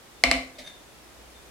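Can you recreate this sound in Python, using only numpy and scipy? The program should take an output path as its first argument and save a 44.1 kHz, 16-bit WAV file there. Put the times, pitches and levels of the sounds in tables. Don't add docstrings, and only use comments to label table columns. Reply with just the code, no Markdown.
import sys
import numpy as np
from scipy import signal
from scipy.fft import rfft, irfft
from scipy.io import wavfile

SR = 44100
rng = np.random.default_rng(int(sys.argv[2]) if len(sys.argv) > 2 else 0)


def generate_wav(signal):
    frames = np.transpose(np.atleast_2d(signal))
    scaled = np.clip(frames, -1, 1) * 32767
    pcm = np.round(scaled).astype(np.int16)
    wavfile.write(sys.argv[1], SR, pcm)


N = 66150
T = np.arange(N) / SR
FREQ = np.fft.rfftfreq(N, 1 / SR)
LOW_PAN_DB = -4.5


def pot_knocks():
    # start in seconds, level in dB, pitch factor, ring length factor,
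    # then the crack, the lingering tones and the room's share in dB.
    knocks = [(0.2377, 1, 1.005, 1, -2.5, -4, -3.5), (0.3134, -4.5, .993, 1.36, 0.5, 1.5, -1.5)]
    # pitch in Hz, level in dB, ring time in seconds,
    # left minus right in dB.
    clay_tones = [(554, -26.5, 0.13, 2), (688.5, -16, 0.051, 4), (758, -20, 0.046, -3),
                  (1057, -33, 0.043, -1), (1124, -24.5, 0.06, 4), (2096, -8.5, .023, -3.5),
                  (2185, -7.5, 0.021, -5.5), (2312, -18, 0.035, -8.5), (2860, -25, 0.028, 3),
                  (3190, -25, 0.027, 5), (4148, -7.5, 0.012, 3), (4326, -11.5, 0.01, 0),
                  (4810, -10.5, 0.0072, 12)]
    # pitch in Hz, level in dB, ring time in seconds.
    lingering_tones = [(181.4, -30, 0.18), (261.2, -20.5, 0.38), (281.2, -24.5, 0.25), (506.6, -40, 0.9),
                       (589, -40, 0.52), (637, -37, 0.12), (1022, -37.5, 0.39), (1159, -36, .28),
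                       (2000, -37, 0.11), (2300, -45, 0.15), (2172, -43, 0.12), (2390, -31, 0.11)]
    # frequency in Hz, level in dB.
    crack_colour = [(120, -4), (380, -12), (1500, -26), (2000, -14), (2900, 10), (3550, -3.5), (4100, 2),
                    (5000, 3), (5800, -6.5), (8000, -1.5), (10000, -11), (13000, -21), (16000, -38)]
    colour = gain(read_curve(crack_colour, FREQ))
    bass_cut = signal.butter(2, 131, "high", fs=SR, output="sos")
    direct, to_room = 0, 0
    for start, db, pitch, length, crack_db, lingering_db, room_db in knocks:
        age = T - start - np.array([[0], [0.00003]])
        clay = sum(gain(level) * pan(side) * ring(age, hz * pitch, ring_s * length, rise_s=1 / hz)
                   for hz, level, ring_s, side in clay_tones)
        crack = gain(crack_db) * pan(2) * noise(colour, likeness=0.035)
        crack *= fade(age, ring_s=0.0072, rise_s=0.00005)
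        lingering = sum(gain(level) * ring(T - start, hz, ring_s, rise_s=0.012)
                        for hz, level, ring_s in lingering_tones)
        direct += gain(db) * (signal.sosfilt(bass_cut, clay + crack) + gain(lingering_db) * lingering)
        click = gain(crack_db + 8) * irfft(colour * np.exp(-2j * np.pi * FREQ * start), N)
        to_room += gain(db + room_db) * signal.sosfilt(bass_cut, clay + click)
    return direct, to_room


def table_thuds(pitch_hz=56):
    # time of the peak in seconds, level in dB, swell time in seconds.
    thuds = [(0.292, -29.5, 0.024), (0.37, -36.5, 0.031)]
    sway = 0
    for peak, db, swell_s in thuds:
        swell = np.exp(-((T - peak) / swell_s) ** 2)
        sway -= gain(db) * swell * np.cos(2 * np.pi * pitch_hz * (T - peak))
    return pan(LOW_PAN_DB) * sway


def pot_scuffs():
    # start in seconds, level in dB, rise time and fade time in seconds.
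    scuffs = [(0.583, -37, 0.0037, 0.19), (0.662, -41.5, 0.012, 0.16)]
    # frequency in Hz, level in dB.
    colour = [(130, 2), (200, -14), (262, 9.5), (380, -12), (600, 10.5), (950, -7), (1500, -8), (2100, 7.5),
              (2700, -2.5), (3800, 3), (7000, -8.5), (10000, -12.5), (14000, -24), (16000, -40)]
    scrape = normalize(noise(gain(read_curve(colour, FREQ)), likeness=0.57))
    return scrape * sum(gain(db) * fade(T - start, fade_s, rise_s) for start, db, rise_s, fade_s in scuffs)


def faint_clinks():
    # start in seconds, level in dB.
    touches = [(.553, -49), (.639, -46), (.649, -39.5), (.663, -39), (.6724, -32.5), (.6974, -42.5),
               (1.3514, -51)]
    # pitch in Hz, level in dB, ring time in seconds.
    tones = [(1655, -8.5, 0.048), (3650, -0.5, 0.052), (4630, -14, .04), (6140, -9.5, 0.048),
             (8130, -17, .03), (10100, -17, 0.028)]
    return sum(gain(db + level) * ring(T - start, hz, ring_s, rise_s=0.0009)
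               for start, db in touches for hz, level, ring_s in tones)


def rubbing_squeak(pitch_hz=3580, width_hz=91):
    # time in seconds, level in dB.
    levels = [(.1, -87), (.17, -64), (.23, -76), (.6, -85), (.66, -57), (.78, -60), (.83, -78.5),
              (.93, -67), (1.05, -90), (1.23, -76), (1.34, -72), (1.37, -58), (1.44, -74)]
    band = 1 / (1 + ((FREQ - pitch_hz) / width_hz) ** 2)
    return normalize(noise(band, likeness=0.17)) * loudness(levels)


def room_echo(sound):
    # frequency in Hz, level in dB, fade time in seconds, left-right likeness from 0 to 1.
    bands = [(123, 4.5, 0.46, 0.88), (247, 9, 0.56, 0.55), (387, -10, 0.68, 1), (644, 5.5, 0.38, 0.72),
             (893, -6.5, .33, 0.64), (1060, 6.5, 0.34, 0), (1550, -2, 0.42, 1), (2020, 1.5, 0.36, 0),
             (2690, 2.5, 0.36, 0), (3950, -1, 0.36, .05), (8100, 0, 0.37, 0), (15000, 4, 0.34, 0.11)]
    centres_hz = np.array(bands)[:, 0]
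    likeness = read_curve(bands, FREQ, column=3)
    tail = 0
    for share, (_, db, fade_s, _) in zip(np.eye(len(bands)), bands):
        band = np.sqrt(read_curve(np.c_[centres_hz, share], FREQ))
        decay = fade(T - 0.001, fade_s, rise_s=0.0015)
        same_energy = np.sqrt(2 * np.log(1000) / (fade_s * SR))
        tail += gain(db) * noise(band, likeness) * decay * same_energy
    return pan(0.5) * signal.fftconvolve(sound.mean(0)[None], tail, axes=1)[:, :N]


def room_noise():
    # frequency in Hz, level in dB.
    colour = [(20, -22), (48, 6), (80, -2), (180, -2), (300, 0.5), (600, -2), (1400, -6.5), (2800, -9.5),
              (5600, -13), (10000, -16.5), (14000, -21.5), (16000, -25)]
    # frequency in Hz, left-right likeness from 0 to 1.
    likeness = [(60, 0.61), (130, 0.27), (290, 0.66), (640, 0.37), (1400, 0.15), (3100, 0)]
    # time in seconds, added level in dB.
    swell = [(0, 1), (.9, 1), (1.2, 1.5), (1.5, 1.8)]
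    rush = normalize(noise(gain(read_curve(colour, FREQ)), read_curve(likeness, FREQ)))
    return gain(-51.5) * rush * loudness(swell)


def low_hum(pitch_hz=61):
    # time in seconds, level in dB.
    levels = [(0, -64), (.95, -72), (1.2, -58), (1.5, -60)]
    return pan(LOW_PAN_DB) * np.sqrt(2) * np.sin(2 * np.pi * pitch_hz * T) * loudness(levels)


def gain(db):
    return 10 ** (np.asarray(db) / 20)


def loudness(levels):
    return gain(np.interp(T, *np.array(levels).T))


def read_curve(rows, hz, column=1):
    rows = np.array(rows, float)
    return np.interp(np.log(np.maximum(hz, 1)), np.log(rows[:, 0]), rows[:, column])


def pan(db):
    return gain(np.array([[db], [-db]]) / 2)


def noise(colour, likeness):
    mid, side = rfft(rng.standard_normal((2, N)))
    shared = mid * np.sqrt(1 + likeness)
    opposite = np.array([[1], [-1]]) * side * np.sqrt(1 - likeness)
    return irfft(colour * (shared + opposite), N) / np.sqrt(2)


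def normalize(sound):
    return sound / np.sqrt(np.mean(sound ** 2))


def fade(age, ring_s, rise_s):
    age = np.maximum(age, 0)
    return (1 - np.exp(-age / rise_s)) * np.exp(-np.log(1000) * age / ring_s)


def ring(age, hz, ring_s, rise_s):
    return -np.cos(2 * np.pi * hz * age) * fade(age, ring_s, rise_s)


def scene():
    knocks, to_room = pot_knocks()
    handling = pot_scuffs() + faint_clinks() + rubbing_squeak()
    echo = room_echo(to_room + gain(-4) * handling)
    return knocks + handling + echo + table_thuds() + room_noise() + low_hum()


def record(dry):
    treble_cut = signal.ellip(8, 0.2, 70, 16000, fs=SR, output="sos")
    return signal.sosfilt(treble_cut, np.clip(dry, -1, 1))


dry = scene()
out = record(dry)
generate_wav(out)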